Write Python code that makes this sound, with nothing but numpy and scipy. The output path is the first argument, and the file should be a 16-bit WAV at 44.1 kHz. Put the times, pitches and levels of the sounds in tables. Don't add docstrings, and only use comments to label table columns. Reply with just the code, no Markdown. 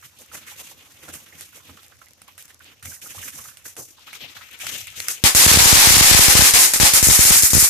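import sys
import numpy as np
from scipy import signal
from scipy.fft import rfft, irfft, next_fast_len
from scipy.io import wavfile

SR = 44100
rng = np.random.default_rng(int(sys.argv[2]) if len(sys.argv) > 2 else 0)


def store_wav(level_fs):
    pcm = np.round(np.clip(np.atleast_2d(level_fs), -1, 1) * 32767)
    wavfile.write(sys.argv[1], SR, pcm.T.astype(np.int16))


N = 339129
TIME = np.arange(N) / SR

# frequency_hz, gain_db
AIR_SPECTRUM = [(25, -13), (90, 14), (200, -24), (600, -7), (2000, -17), (6000, -3), (14000, -36)]
HISS_SPECTRUM = [(800, -40), (2500, -26), (4200, -10), (6200, 4.5), (8500, 0.5), (11000, -2.5), (14000, 1)]
RASP_SPECTRUM = [(300, -22.5), (700, -13), (1300, -4), (2000, 2), (2700, 5.5), (3600, 1.5), (4600, -4.5),
                 (6000, -9.5), (10000, -42), (13000, -3.5)]
CHUFF_SPECTRUM = [(60, -32), (140, 6), (195, -6), (260, -1), (380, -4.5), (500, -3.5), (620, -6), (800, -9),
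                  (1500, -10.5), (5000, -46)]
FLUTTER_SPECTRUM = [(25, -33), (55, -10), (75, -1), (90, 10), (115, -6), (160, -9), (250, -24), (800, -62)]
POP_SPECTRUM = [(100, -33), (700, -20), (1500, 2.5), (3000, -0.5), (4500, -3.5), (6500, -1), (9000, 1.5),
                (14000, -5)]
SNAP_SPECTRUM = [(30, -35), (150, -24), (500, -36), (1200, -16.5), (2200, -10), (3300, -17.5), (4800, -7.5),
                 (6800, -1), (10000, -2.5), (14000, -5.5)]
BODY_SPECTRUM = [(30, -6), (150, -12.5), (400, -5), (620, -5.5), (850, -0.5), (1400, -3), (2100, 1.5),
                 (3200, 0.5), (5000, 2.5), (8000, -5), (14000, -24)]
# frequency_hz, left_minus_right_db
JET_TILT = [(100, -0.5), (450, 0.5), (1000, -3.5), (1900, -3), (3700, 2), (7000, 4.5), (11000, -11.5),
            (14000, -3.5)]
YARD_TILT = [(100, -2.5), (700, 1.5), (2000, 2.5), (4500, 2), (7000, 5), (10000, -3.5), (14000, -1)]
# delay_s, gain_db
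YARD_ECHOES = [(.004, -16), (.0095, -11.5), (0.0195, -15.5), (.025, -16)]
PATIO_ECHO = [(.0006, -3)]
POP_ECHO = [(.0015, -5.5)]

# start_s, level_db, pitch_hz
LARGE_SLAG = [(0.025, -52, 1350), (0.315, -48, 1310), (0.375, -50.5, 1410), (0.514, -52, 854),
              (1.029, -51.5, 1870), (1.08, -45, 1520), (1.324, -49, 1920), (1.692, -51, 1120),
              (1.771, -52, 1280), (1.919, -55, 1380), (2.014, -53, 1295), (2.278, -50, 970),
              (2.38, -52, 1600), (2.501, -50.5, 1780), (2.605, -53, 1500), (2.824, -48, 1530),
              (2.866, -46.5, 2220), (2.915, -47.5, 1480), (3.058, -46.5, 1280), (3.147, -48.5, 875),
              (3.178, -47, 1153), (3.226, -42.5, 1760), (3.275, -47, 1360), (3.383, -49, 1140),
              (3.45, -47.5, 1310), (3.484, -49, 1500), (3.653, -44, 1600), (4.074, -47.5, 1290),
              (4.129, -41, 2320), (4.364, -41.5, 1600), (4.409, -47, 1330), (4.596, -42, 2280),
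              (4.632, -46, 670), (4.868, -46, 2090)]
# start_s, snap_db, fizz_db
LONE_GRAINS = [(.322, -42, -48), (.484, -34, -50), (.598, -31, -48), (1.089, -31, -52), (1.1393, -24, -39),
               (1.4095, -24, -39), (1.832, -37, -54), (2.085, -39, -56), (2.2184, -30, -50),
               (2.2805, -37, -51), (2.3795, -32, -42), (2.425, -34, -52), (2.4803, -42, -49),
               (2.827, -35, -39), (2.8564, -22, -43), (3.0165, -37, -41), (3.5713, -27, -45),
               (3.6536, -35, -41), (3.7668, -29, -39), (4.131, -30, -45), (4.6009, -29, -37),
               (4.6683, -11.5, -36), (4.871, -25, -41), (5.0022, -10.5, -36), (5.0843, -6, -26),
               (5.1038, -17, -27)]
# time_s, hiss_db, rasp_db, chuff_db
STEADY_BURN = [(0.0, -54.5, -60.0, -68), (0.5, -60, -53, -61), (0.95, -51, -54.0, -59.0),
               (1.5, -54.5, -57, -65.5), (2.2, -63, -63, -66), (2.8, -65, -64.5, -66.5),
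               (3.3, -54, -57, -64.5), (3.92, -63.0, -62, -67.5), (4.15, -54.0, -45.5, -64),
               (4.8, -48.5, -49, -68), (5.2, -49, -46.5, -63)]
# start_s, length_s, hiss_db, rasp_db, chuff_db
POWDER_SPURTS = [(0.02, 0.042, -46, -49.0, -61), (0.18, 0.043, -45.5, -49, -58.0),
                 (0.318, 0.043, -36.5, -46, -48), (0.454, 0.076, -41, -43.5, -70.0),
                 (0.566, 0.045, -38.5, -48.5, -52.0), (0.62, 0.091, -44.0, -51.0, -70.0),
                 (1.014, 0.025, -45, -49.0, -50), (1.072, 0.029, -43, -50, -43.5),
                 (1.12, 0.032, -33.5, -46, -46.5), (1.312, 0.048, -53.0, -49.0, -57),
                 (1.369, 0.068, -40, -46, -61), (1.537, 0.039, -44, -51.5, -54),
                 (1.622, 0.068, -53, -51.0, -56.5), (1.674, 0.06, -54, -51, -54),
                 (1.752, 0.028, -53, -52.0, -62), (1.81, 0.023, -49, -52, -69),
                 (2, 0.02, -51, -55.0, -70.0), (2.266, 0.018, -70.0, -47.5, -73),
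                 (2.37, 0.045, -42.5, -53, -70.0), (2.477, 0.028, -52, -55.0, -58),
                 (2.598, 0.12, -57.0, -52.5, -62.5), (2.835, 0.078, -36, -51, -54.0),
                 (2.908, 0.044, -38, -55, -70.0), (3.008, 0.081, -37, -48.5, -57.0),
                 (3.086, 0.12, -39, -46.5, -57.5), (3.211, 0.075, -34.5, -44.5, -56),
                 (3.317, 0.093, -37.5, -46.5, -55), (3.431, 0.061, -37.5, -47, -57),
                 (3.639, 0.043, -35.5, -49.0, -57), (3.762, 0.05, -34.5, -57.0, -47),
                 (3.822, 0.089, -47, -76, -76), (4.057, 0.015, -47, -40, -60.0),
                 (4.122, 0.033, -41.5, -41.5, -61), (4.197, 0.063, -56, -41, -50),
                 (4.332, 0.089, -51, -45.0, -66), (4.498, 0.04, -58.0, -43, -58),
                 (4.596, 0.12, -34, -38, -51.5), (4.709, 0.041, -30.5, -36.0, -43),
                 (4.764, 0.049, -36.5, -39.5, -59), (4.857, 0.025, -51, -41, -70.0),
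                 (4.949, 0.11, -34, -43, -56.5), (5.074, 0.037, -24, -36.0, -49)]
# start_s, length_s, level_db
FLAME_BILLOWS = [(1.68, 0.032, -44.5), (2.825, .06, -41.5), (3.165, 0.037, -44), (3.375, 0.033, -50),
                 (4.645, 0.023, -45), (4.78, 0.14, -54), (4.96, 0.044, -49)]
# time_s, left_minus_right_db
JET_LEAN = [(0, -0.5), (1.5, -1), (2.8, -2), (3.6, -1.5), (4.1, 5), (4.5, 6), (4.7, 6), (5.2, 4.5)]
# time_s, ticks_per_s, level_db
SPARK_CRACKLE = [(0, 120, -63), (2.2, 64, -65), (3.2, 74, -54.5), (4.0, 120, -66), (4.7, 140, -55),
                 (5.33, 86, -51), (5.4, 570, -10), (5.9, 770, -13), (6.4, 600, -15.5), (6.7, 220, -39),
                 (7.1, 420, -19), (7.4, 450, -24), (7.69, 230, -40)]
# start_s, snap_db, body_offset_db, left_jolt_db, right_jolt_db
STAR_BURSTS = [(5.239, 2, 0.5, -15, 2.5), (5.3493, 4, -3, -14, -3), (5.399, 14, -1.5, -30, -30),
               (5.4639, 9, -1.5, -1, -2), (5.482, 1, 4.5, -12, -19), (5.5147, 13, 1, -4, -10),
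               (5.542, -11, 2, -30, -1.5), (5.561, -8, 0, -4.5, -7), (5.573, 1, 3.5, -2, 1),
               (5.606, -6, 2, -5, -11), (5.626, 10, -1, -22, -3.5), (5.6576, 7.5, .5, -31, -1),
               (5.728, 8, 0.5, -26, 5), (5.757, 2, 4, -26, -6), (5.773, 23, 1.5, -8, -26),
               (5.873, 4, 0.5, -31, 0), (5.906, -9, -12, -31, -1), (5.9419, -3, 4, -5.5, -26),
               (5.968, -19, -4, -14, -1.5), (5.982, 31, 1.5, -8, -25.5), (6.0105, 3, -3, -7, 1),
               (6.045, 14, -3, -30, -9), (6.113, -3, 6, -30, 2), (6.135, -4, 7, -28, -9),
               (6.148, 15, 1, -14, 2.5), (6.1927, 4, -4, -23, 1), (6.2825, 4, -.5, -26, 2.5),
               (6.353, 1, 1.5, -32, 2.5), (6.392, -2, 1.5, -20, 3.5), (6.4216, 10.5, -1.5, -32, -0.5),
               (6.537, 3, 0, -24, -6.5), (6.589, 11, -5.5, -28, -30), (6.7363, -8, -4.5, -40, -40),
               (6.761, -16, -6, -40, -40), (6.8, 12.5, -0.5, -25, -2.5), (6.813, -14, 4, -30, -4),
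               (6.832, -1.5, -3, -19, 2.5), (6.936, 5, -5, -10, -20), (7.0276, 3, -10, -40, 1),
               (7.071, 2, -25, -40, -4), (7.087, -12, -11, -35, 2), (7.0998, -5, 1, -31, -2.5),
               (7.1125, 7.5, -9, -33, -6), (7.191, 7, -8, -31, 3), (7.252, 12, -9.5, -30, -11),
               (7.304, -5, 1, -25, -2.5), (7.3093, 3.5, -4, -3, -10), (7.36, 2, -26, -38, -40),
               (7.423, -6.5, -20, -40, -40), (7.4344, 1, -23, -30, -4), (7.505, -10.5, -25, -40, -44),
               (7.533, 10, -14, -31, 0.5), (7.552, -3, -16, -23, 3), (7.5681, -10, -28, -23, 2.5),
               (7.58, -4, -26, -14, -4), (7.6, -3, -21, -30, -30), (7.626, 0, -11, -19, -6)]


def from_db(db):
    return np.exp(np.asarray(db) * (np.log(10) / 20))


def unit_rms(x):
    return x / np.sqrt(np.mean(x ** 2) + 1e-20)


def in_time(rows):
    time_s, *columns = np.transpose(rows)
    return [np.interp(TIME, time_s, column) for column in columns]


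def at_hz(points, hz):
    point_hz, db = np.transpose(points)
    return np.interp(np.log(hz + 1), np.log(point_hz), db)


def lag(x, seconds):
    pole = np.exp(-1 / (seconds * SR))
    return signal.lfilter([1 - pole], [1, -pole], x + 1e-18)


def drift(turns_per_s):
    points = rng.standard_normal(N // 8)
    return np.interp(TIME * turns_per_s, np.arange(len(points)), points) * np.sqrt(3 / 2)


def panned(x, db):
    return x * from_db(db * np.array([[.5], [-.5]]))


def noise(spectrum, tilt, shared=0.15):
    white = rng.standard_normal((3, N))
    stereo = np.sqrt(1 - shared) * white[:2] + np.sqrt(shared) * white[2]
    size = next_fast_len(N)
    hz = np.arange(size // 2 + 1) * SR / size
    gain = panned(from_db(at_hz(spectrum, hz)), at_hz(tilt, hz))
    return unit_rms(irfft(rfft(stereo, size) * gain, size)[:, :N])


def strikes(start_s, sizes):
    return np.bincount(np.clip(np.round(start_s * SR).astype(int), 0, N - 1), sizes, N)


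def dying(power, t60_s):
    return signal.lfilter([1], [1, -from_db(-120 / (t60_s * SR))], power + 1e-18)


def bursts(start_s, level_db, t60_s):
    return np.sqrt(dying(strikes(start_s, from_db(level_db) ** 2), t60_s))


def flares(rows, t60_s, attack_s=.02):
    power = np.zeros(N)
    for start_s, length_s, db in rows:
        start = int(start_s * SR)
        t = TIME[:min(SR, N - start)]
        swell = np.minimum(t / attack_s, 1)
        decay = from_db(-60 * np.maximum(t - length_s, 0) / t60_s)
        power[start:start + len(t)] += (from_db(db) * swell * decay) ** 2
    return np.sqrt(power)


def released(db, db_per_s):
    return np.maximum.accumulate(db + db_per_s * TIME, axis=-1) - db_per_s * TIME


def echoed(x, echoes, dull_s=.00001):
    out, dulled = x.copy(), lag(x, dull_s)
    for delay_s, db in echoes:
        delays = (delay_s * rng.uniform(0.87, 1.05, 2) * SR).astype(int)
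        for side, delay in enumerate(delays):
            out[side, delay:] += from_db(db) * dulled[side, :N - delay]
    return out


def yard_air(level_db=-61):
    return from_db(level_db) * noise(AIR_SPECTRUM, JET_TILT)


def small_slag(count=36, centre_hz=1450, spread_octaves=0.41):
    start_s = rng.uniform(0, TIME[-SR // 10], count)
    scatter_db, pitch = rng.standard_normal((count, 2)).T
    return list(zip(start_s, -55 + scatter_db, centre_hz * 2 ** (spread_octaves * pitch)))


def sputters(gain_db=3.0, swell_s=0.0043, width_hz=240.0, spit_db=-10.0):
    bits = LARGE_SLAG + small_slag()
    puffs, t = np.zeros((2, N)), TIME[:SR // 10]
    envelope = t / swell_s * np.exp(1 - t / swell_s)
    radius = np.exp(-np.pi * width_hz / SR)
    for start_s, db, hz in bits:
        resonance = [1, -2 * radius * np.cos(2 * np.pi * hz / SR), radius ** 2]
        gas = rng.standard_normal((2, len(t))) + rng.standard_normal(len(t))
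        puff = unit_rms(signal.lfilter([1, 0, -1], resonance, gas))
        start = int(start_s * SR)
        puffs[:, start:start + len(t)] += from_db(db + gain_db) * puff * envelope
    starts_s, levels_db, _ = np.transpose(bits)
    spits = bursts(starts_s, levels_db + gain_db + spit_db, t60_s=.04) * noise(POP_SPECTRUM, JET_TILT)
    return panned(puffs, db=-8.0) + spits


def pops():
    start_s, snap_db, fizz_db = np.transpose(LONE_GRAINS)
    snap = bursts(start_s, snap_db, t60_s=.004) * noise(POP_SPECTRUM, JET_TILT, shared=0.62)
    fizz = bursts(start_s, fizz_db, t60_s=.16) * noise(POP_SPECTRUM, JET_TILT)
    return echoed(snap, POP_ECHO) + fizz


def eddies(gas, count=11, depth_db=3.5):
    edges_hz = np.geomspace(80, 14000, count + 1)
    out = np.zeros_like(gas)
    for k in range(count):
        band = signal.butter(2, edges_hz[k:k + 2], "band", fs=SR, output="sos")
        out += (-1) ** k * signal.sosfilt(band, gas) * from_db(depth_db * drift(45))
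    return out


def jet(rasp_db=-1.5, chuff_db=-3.0, flutter_follow_db=-8.5, flicker_db=1.97, grain_db=0.5):
    start_s, length_s, *spurts_db = np.transpose(POWDER_SPURTS)
    t60s_s = (0.21, 0.19, 0.098)
    hiss, rasp, chuff = [np.hypot(from_db(burn_db), flares(zip(start_s, length_s, db), t60_s))
                         for burn_db, db, t60_s in zip(in_time(STEADY_BURN), spurts_db, t60s_s)]
    billow = np.hypot(flares(FLAME_BILLOWS, t60_s=.13), from_db(flutter_follow_db) * chuff)
    flicker = from_db(flicker_db * drift(110) + grain_db * drift(1400))
    fizz = hiss * noise(HISS_SPECTRUM, JET_TILT)
    gas = from_db(rasp_db) * rasp * noise(RASP_SPECTRUM, JET_TILT)
    gas += from_db(chuff_db) * chuff * noise(CHUFF_SPECTRUM, JET_TILT, shared=0.81)
    flutter = billow * noise(FLUTTER_SPECTRUM, JET_TILT, shared=0.96)
    return flicker * (fizz + eddies(gas)) + flutter


def sparks(spread_db=10.0):
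    ticks_per_s, level_db = in_time(SPARK_CRACKLE)
    sizes = from_db(spread_db * np.minimum(rng.exponential(1, N), 3))
    fired = rng.random(N) < ticks_per_s / SR
    power = dying(fired * sizes ** 2 / ticks_per_s, t60_s=0.003)
    envelope = from_db(level_db) * unit_rms(np.sqrt(power))
    return echoed(envelope * noise(SNAP_SPECTRUM, YARD_TILT, shared=0.12), PATIO_ECHO)


def stars(direct_db=16.0, far_db=-22.5, body_trim_db=-3.5, grain_db=0.5, gain_db=-2.0):
    start_s, snap_db, body_offset_db, _, _ = np.transpose(STAR_BURSTS)
    body_db = snap_db + body_offset_db + body_trim_db
    out = np.zeros((2, N))
    for spectrum, db in ((SNAP_SPECTRUM, snap_db), (BODY_SPECTRUM, body_db)):
        direct = bursts(start_s, db + direct_db, t60_s=0.0012) * noise(spectrum, YARD_TILT, shared=0.23)
        out += echoed(direct, PATIO_ECHO)
        near_tail = bursts(start_s, db, t60_s=0.21)
        far_tail = bursts(start_s, db + far_db, t60_s=0.8)
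        grain = from_db(grain_db * drift(900))
        out += np.hypot(near_tail, far_tail) * grain * noise(spectrum, YARD_TILT, shared=0.048)
    return out * from_db(gain_db)


def scene():
    lean_db, = in_time(JET_LEAN)
    nozzle = panned(jet(), lean_db) + sputters()
    firework = echoed(nozzle + stars() + sparks(), YARD_ECHOES, dull_s=.00007)
    return firework + pops() + yard_air()


def limiter(x, threshold_db=-6.0, sense_s=0.0042, release_db_per_s=462.0):
    level_db = 10 * np.log10(lag(x ** 2, sense_s) + 1e-12)
    excess_db = np.maximum(level_db - threshold_db, 0)
    return x * from_db(-released(excess_db, release_db_per_s))


def choke(starts_s, jolts_db, full_jolt_dip_db=8.5, hold_s=0.0088, recover_db_per_s=1300.0):
    dip_db = np.zeros(N)
    for start_s, db in zip(starts_s, jolts_db):
        held = slice(int(start_s * SR), int((start_s + hold_s) * SR))
        dip_db[held] = np.maximum(dip_db[held], full_jolt_dip_db * from_db(db))
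    return from_db(-lag(released(dip_db, recover_db_per_s), seconds=0.00033))


def overload(x, coupling_hz=61.0, fast_s=0.000098, slow_s=0.00035, thump_db=-2.0, lopsided=0.045):
    start_s, _, _, *jolts_db = np.transpose(STAR_BURSTS)
    toss, sharpness = rng.random((len(start_s), 2)).T
    jolts = np.sign(toss - .5) * from_db(np.array(jolts_db) + thump_db)
    choked = x * np.array([choke(start_s, db) for db in jolts_db])
    sharp_steps = np.cumsum([strikes(start_s, side * sharpness) for side in jolts], axis=1)
    round_steps = np.cumsum([strikes(start_s, side * (1 - sharpness)) for side in jolts], axis=1)
    rumble = lopsided * choked ** 2
    bias = lag(lag(sharp_steps, fast_s) + lag(round_steps, slow_s) + rumble, fast_s)
    bass_filter = signal.butter(4, coupling_hz, "high", fs=SR, output="sos")
    return choked + signal.sosfilt(bass_filter, bias)


def record(dry, clip_level=0.86, cutoff_hz=14250):
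    driven = overload(limiter(dry)) / clip_level
    clipped = clip_level * driven / (1 + driven ** 6) ** (1 / 6)
    treble_cut = signal.ellip(12, .1, 70, cutoff_hz, fs=SR, output="sos")
    return signal.sosfilt(treble_cut, clipped)


dry = scene()
out = record(dry)
store_wav(out)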